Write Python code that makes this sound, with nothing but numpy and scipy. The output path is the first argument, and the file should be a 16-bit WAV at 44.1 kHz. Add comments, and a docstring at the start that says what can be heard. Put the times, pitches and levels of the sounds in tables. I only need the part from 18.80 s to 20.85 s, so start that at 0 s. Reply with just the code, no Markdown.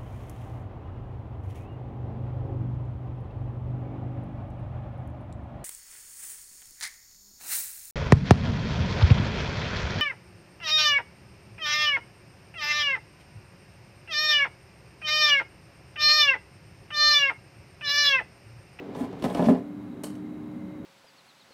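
"""Air fryer basket going home

In a small kitchen, an air fryer's basket is set on its runners, scrapes in and shuts with a hollow clunk:
damped low notes, ringing housing modes, a dense pan rattle and random catches along the runners.
The fan, two tones and hum over coloured noise, coasts and then spins up; its rush is muffled as the basket shuts.
A moment later a utensil clicks down on the counter and bounces, as short bursts of decaying noise."""
import sys
import numpy as np
from scipy import signal
from scipy.fft import rfft, irfft
from scipy.io import wavfile

SR = 44100
rng = np.random.default_rng(int(sys.argv[2]) if len(sys.argv) > 2 else 0)


def store_wav(level_fs):
    """Save 16-bit WAV to argv[1]."""
    pcm = np.round(np.clip(np.atleast_2d(level_fs), -1, 1) * 32767)
    wavfile.write(sys.argv[1], SR, pcm.T.astype(np.int16))


N = 90404  # length in samples

# bumps of the basket: start_s, thump_db, thump_pitch_hz, housing_db, pan_clatter_db, edge_tick_db
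BASKET_BUMPS = [(0.148, -38, 155, -60, -28, -42), (0.164, -27.5, 158, -57, -42, -60),
                (0.207, -17.5, 261.6, -33, -33.5, -43), (0.236, -18.5, 266.4, -46, -40, -56),
                (0.327, -61, 292, -42, -32.5, -46), (0.397, -31, 283, -53, -52, -45.5),
                (0.423, -25, 227, -39, -26, -30), (0.44, -16.5, 224, -42, -19, -27.5),
                (0.452, -14.5, 250.5, -26, -22, -47), (0.499, -56, 252, -31, -45, -36),
                (0.547, -18, 295, -28, -23, -25.5), (0.595, -19, 259, -13.5, -17.5, -53),
                (0.624, -14.5, 240.4, -19, -21, -39), (0.667, -6, 231.8, -43, -34, -54),
                (0.686, -13.5, 262, -10.5, -15.5, -49), (0.697, -10, 208.4, -18.5, -17, -55),
                (0.712, -8, 263.1, -19.5, -35, -54)]
# spectrum of the pan's dense ring: frequency_hz, density_db_per_hz (relative)
PAN_COLOUR = [(30, -50), (70, -6), (150, 1), (380, 4), (620, 2.5), (1000, -3), (1500, -16), (2300, -24),
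              (3500, -28), (5000, -35.5), (15000, -63)]
PAN_T60_S = 0.068
CONTACT_S = 0.001  # default build-up time of a dense ring


def undb(db):
    """Decibels to gain."""
    return 10 ** (np.asarray(db) / 20)


def unit(x):
    """Scale to rms 1."""
    return x / np.sqrt(np.mean(x ** 2))


def unit_energy(response):
    """Scale an impulse response to a total energy of 1."""
    return response / np.sqrt(np.sum(response ** 2))


def seconds():
    """Time of every sample."""
    return np.arange(N) / SR


def bins():
    """Frequency of every spectral bin."""
    return np.arange(N // 2 + 1) * SR / N


def along(points, hz):
    """Read (Hz, value) points on a log-frequency axis."""
    point_hz, value = np.array(points).T
    return np.interp(np.log(hz + 1), np.log(point_hz), value)


def noise(colour):
    """Noise of rms 1 with a given spectrum."""
    spectrum = rfft(rng.standard_normal(N)) * undb(along(colour, bins()))
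    return unit(irfft(spectrum, N))


def walk(rate_hz):
    """Slow random drift of rms 1, smoothed by a Gaussian low-pass."""
    spectrum = rfft(rng.standard_normal(N)) * np.exp(-(bins() / rate_hz) ** 2)
    return unit(irfft(spectrum, N))


def through(x, response):
    """Pass a signal through an impulse response."""
    return signal.fftconvolve(x, response)[:N]


def fade(t, t60_s):
    """Exponential decay that loses 60 dB in t60_s."""
    return np.exp(-np.log(1000) * t / t60_s)


def blows(times_s, db):
    """One impulse for each contact."""
    out = np.zeros(N)
    np.add.at(out, (times_s * SR).astype(int), undb(db))
    return out


def ring(modes):
    """Response of a few clear modes, each a decaying sine (Hz, dB, t60 s)."""
    t = seconds()
    return sum(undb(db) * np.sin(2 * np.pi * hz * t) * fade(t, t60_s) for hz, db, t60_s in modes)


def crash(colour, t60_s, swell_s=CONTACT_S):
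    """Response of modes too dense to tell apart: decaying noise that builds up over a moment."""
    t = seconds()
    return noise(colour) * fade(t, t60_s) * (1 - np.exp(-t / swell_s))


def thumps():
    """Each bump of the basket gives one low, quickly damped note with a soft onset."""
    t60_s, rise_s = 0.11, 0.0051
    out = np.zeros(N)
    swell = 1 - np.exp(-(seconds() / rise_s) ** 2)
    for start_s, thump_db, pitch_hz, *_ in BASKET_BUMPS:
        at = int(start_s * SR)
        note = swell * ring([(pitch_hz, thump_db, t60_s)])
        out[at:] += note[:N - at]
    return out


def housing():
    """Ring of the hollow housing, which radiates neither deep bass nor treble."""
    # modes of the housing, before the band-pass: pitch_hz, level_db, t60_s
    modes = [(142, -28, 0.22), (181.4, -10.5, 0.44), (255.7, -8.5, 0.27), (393.2, -12, 0.27),
             (434.7, -16.5, 0.24), (493.6, -12.5, 0.175), (582.7, -12, 0.27), (615, -13, 0.17),
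             (686.8, -14, 0.15), (748.3, -20.5, 0.28), (811, -26, 0.27), (905, -24, .18),
             (1011, -30.5, 0.27), (1355, -26.5, 0.12), (1684, -20, .05)]
    radiation = signal.butter(2, [150, 1500], "band", fs=SR, output="sos")
    return signal.sosfilt(radiation, ring(modes))


def knocks():
    """Each bump rings the housing, rattles the pan and ticks at its edge."""
    # spectrum of the pan edge's tick: frequency_hz, density_db_per_hz (relative)
    edge_colour = [(300, 15), (1500, -3.5), (2500, 3.5), (3700, 7), (4600, -4.5), (5500, 0.5), (6500, -13),
                   (8000, -6), (11000, -13), (15500, -25)]
    edge_t60_s, pan_swell_s = 0.026, 0.0044
    start_s, _, _, housing_db, pan_db, edge_db = np.array(BASKET_BUMPS).T
    out = through(blows(start_s, housing_db), housing())
    for at, clatter_db, tick_db in zip((start_s * SR).astype(int), pan_db, edge_db):
        clatter = undb(clatter_db) * crash(PAN_COLOUR, PAN_T60_S, pan_swell_s)
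        tick = undb(tick_db) * crash(edge_colour, edge_t60_s)
        out[at:] += (clatter + tick)[:N - at]
    return out


def scrape():
    """The runners catch and slip hundreds of times a second, shaking pan and housing, with grit and hiss."""
    # course of the sliding: time_s, grinding_db, grit_db, hiss_db
    slide = [(.13, -44, -69, -76), (.16, -49.5, -58, -60), (.21, -38, -68, -52), (.25, -46, -61, -61),
             (.30, -74, -75, -83), (0.409, -55, -62, -67), (0.449, -31, -40.5, -43),
             (0.479, -36.5, -59, -56.5), (.53, -39, -61, -54.5), (.57, -26, -50, -51.5),
             (.62, -34.5, -52.5, -54.5), (.66, -29.5, -38, -52), (0.679, -33, -55, -51),
             (0.704, -47, -58, -51), (.745, -33.5, -62, -66), (.80, -59, -74, -68)]
    # spectrum of the runners' gritty rub: frequency_hz, density_db_per_hz (relative)
    grit_colour = [(400, -26), (1250, 5.5), (1800, 6), (2500, -5), (3700, -5), (5000, -9), (7000, -14.5),
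                   (15000, -38)]
    # spectrum of the runners' hiss: frequency_hz, density_db_per_hz (relative)
    hiss_colour = [(300, -22), (1900, 11), (3000, 1), (6500, -3.5), (8500, 0.5), (11000, -4), (15500, -10)]
    catches_per_s, catch_spread_db = 700, 3
    housing_offset_db, hiss_rough_db = -0.5, 2
    time_s, grind_db, grit_db, hiss_db = np.array(slide).T

    # sparse impulses of random strength, under a drift in level
    caught = rng.random(N) < catches_per_s / SR
    catches = unit(caught * rng.standard_normal(N) * undb(catch_spread_db * walk(40)))

    def course(db):
        return np.interp(seconds(), time_s, db, left=-120, right=-120)

    def rub(response, db):
        return through(catches * undb(course(db)), unit_energy(response))

    pan_grind = rub(crash(PAN_COLOUR, PAN_T60_S), grind_db)
    housing_grind = rub(housing(), grind_db + housing_offset_db)
    grit = rub(crash(grit_colour, PAN_T60_S), grit_db)
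    hiss = noise(hiss_colour) * undb(course(hiss_db) + hiss_rough_db * walk(200))
    return pan_grind + housing_grind + grit + hiss


def utensil():
    """A hard, bright click on the counter with a short ring and a few small bounces."""
    # contacts of the utensil: start_s, knock_db, ring_db
    taps = [(1.235, -28.5, -38.5), (1.2389, -32, -45), (1.243, -32.5, -57), (1.268, -39, -69),
            (1.301, -40.5, -74), (1.352, -43.5, -65)]
    # spectrum of its knock on the counter: frequency_hz, density_db_per_hz (relative)
    knock_colour = [(150, -7), (380, 16), (650, 8), (1000, 5), (1700, -1), (2400, -12), (3050, 1.5),
                    (3600, -18), (4400, 0.5), (4900, -7.5), (5600, -5), (7000, -7.5), (9000, -26),
                    (12000, -15), (15500, -19)]
    # spectrum of its bright, dense ring: frequency_hz, density_db_per_hz (relative)
    ring_colour = [(1500, -13), (3000, -16), (7000, -7.5), (8400, 0), (9200, -3), (10700, -5), (12500, -10),
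                   (15500, -22)]
    knock_t60_s, ring_t60_s = 0.027, 0.11
    out = np.zeros(N)
    for start_s, knock_db, ring_db in taps:
        at = int(start_s * SR)
        knock = undb(knock_db) * crash(knock_colour, knock_t60_s)
        bright_ring = undb(ring_db) * crash(ring_colour, ring_t60_s)
        out[at:] += (knock + bright_ring)[:N - at]
    return out


def fan_phase():
    """Phase of the blade tone: pitch sinks while coasting, then climbs exponentially towards full speed."""
    coast_hz, coast_hz_per_s, full_hz = 292, 28, 307
    restart_s, spin_up_s = 0.5, 0.56
    t = seconds()
    coasting_hz = coast_hz - coast_hz_per_s * np.minimum(t, restart_s)
    lag = np.exp(-np.maximum(t - restart_s, 0) / spin_up_s)
    blade_hz = full_hz + (coasting_hz - full_hz) * lag
    return 2 * np.pi * np.cumsum(blade_hz) / SR


def fan_air():
    """Rushing air and duct resonances; an extra, brighter rush is heard until the basket shuts it off."""
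    # spectrum of the steady rush: frequency_hz, density_db_per_hz (relative)
    rush_colour = [(25, -35), (50, -23.5), (80, -11), (115, -5), (160, -2.5), (195, -0.5), (250, 2.5),
                   (300, -6.5), (340, -12.5), (385, -4.5), (450, -16), (700, -18), (1400, -26), (2300, -33),
                   (3300, -39), (5500, -47), (9000, -49.5), (15500, -52.5)]
    # spectrum of the extra rush while the basket is out: frequency_hz, density_db_per_hz (relative)
    open_colour = [(40, -30), (70, -8), (150, -14), (220, -17), (280, -6), (380, 6), (600, -4.5),
                   (1000, -11.5), (1500, -19.5), (2500, -23.5), (5000, -33), (9000, -48), (15500, -74)]
    # air resonances of the ducts, as narrow noise bands: pitch_hz, width_hz, level_db
    ducts = [(193.2, 23, -47), (247.8, 24, -48.5), (2122, 140, -68.5), (3890, 250, -75)]
    rush_db, open_db = -41.5, -43.5
    open_drop_db = -2.5  # ducts and steady rush are weaker while the basket is out
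    t = seconds()
    opening = (t <= 0.59).astype(float)  # 1 while the rush is open, then 0 at once
    duct = 0
    for pitch_hz, width_hz, level_db in ducts:
        drift = signal.hilbert(walk(width_hz))
        carrier = np.exp(2j * np.pi * (pitch_hz - width_hz / 2) * t)
        duct = duct + undb(level_db) * unit(np.real(drift * carrier))
    steady = (duct + undb(rush_db) * noise(rush_colour)) * undb(open_drop_db * opening)
    return steady + undb(open_db) * opening * noise(open_colour)


def fan():
    """Two tones follow the motor's speed, over mains hum and rushing air."""
    # rms levels of the two tones: time_s, blade_db, upper_db
    tone_levels = [(0, -46.5, -59.5), (.4, -46, -76), (.9, -39.5, -62.5), (1.15, -46, -62),
                   (1.32, -39, -62), (1.5, -40, -69.5), (1.65, -41.5, -61), (2.04, -43, -53.5)]
    upper_ratio = 11 / 6  # multiple of the blade tone
    mains_hz, mains_db = 119.1, -56.5
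    t, phase = seconds(), fan_phase()
    time_s, blade_db, upper_db = np.array(tone_levels).T
    blade = undb(np.interp(t, time_s, blade_db)) * np.sin(phase)
    upper = undb(np.interp(t, time_s, upper_db)) * np.sin(upper_ratio * phase)
    mains = undb(mains_db) * np.sin(2 * np.pi * mains_hz * t)
    return np.sqrt(2) * (blade + upper + mains) + fan_air()  # root 2 turns rms into peak


def kitchen():
    """Diffuse echo of the room: noise in octave bands that fade at their own rates."""
    # decay time of the echo: frequency_hz, t60_s
    room_t60 = [(200, 0.35), (1000, 0.34), (5000, 0.33), (15000, 0.2)]
    # strength of the echo: frequency_hz, level_db (relative)
    room_colour = [(120, -10), (250, -1), (500, -1.5), (1000, 0.5), (15000, 0)]
    delay_s = 0.0037
    t = seconds() - delay_s
    spectrum, out = rfft(rng.standard_normal(N)), 0
    for hz in 2. ** np.arange(6, 15):  # octave centres, 64 Hz to 16384 Hz
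        in_band = (bins() >= hz / np.sqrt(2)) & (bins() < hz * np.sqrt(2))
        band = irfft(spectrum * in_band, N)
        out = out + undb(along(room_colour, hz)) * band * fade(t, along(room_t60, hz)) * (t > 0)
    return unit_energy(out)


def scene():
    """Basket and utensil in the room, over the fan; thumps and fan stay out of the echo."""
    basket_echo_db, tap_echo_db = -9.5, -7
    basket, tap = knocks() + scrape(), utensil()
    echo = through(undb(basket_echo_db) * basket + undb(tap_echo_db) * tap, kitchen())
    return (thumps() + basket + tap + echo + fan())[None]


def record(dry):
    """The phone cuts the deepest bass, below 38 Hz, and the top, above 15650 Hz."""
    low_cut = signal.butter(2, 38, "high", fs=SR, output="sos")
    top_cut = signal.ellip(10, .2, 80, 15650, fs=SR, output="sos")
    return signal.sosfilt(top_cut, signal.sosfilt(low_cut, dry))


dry = scene()
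out = record(dry)
store_wav(out)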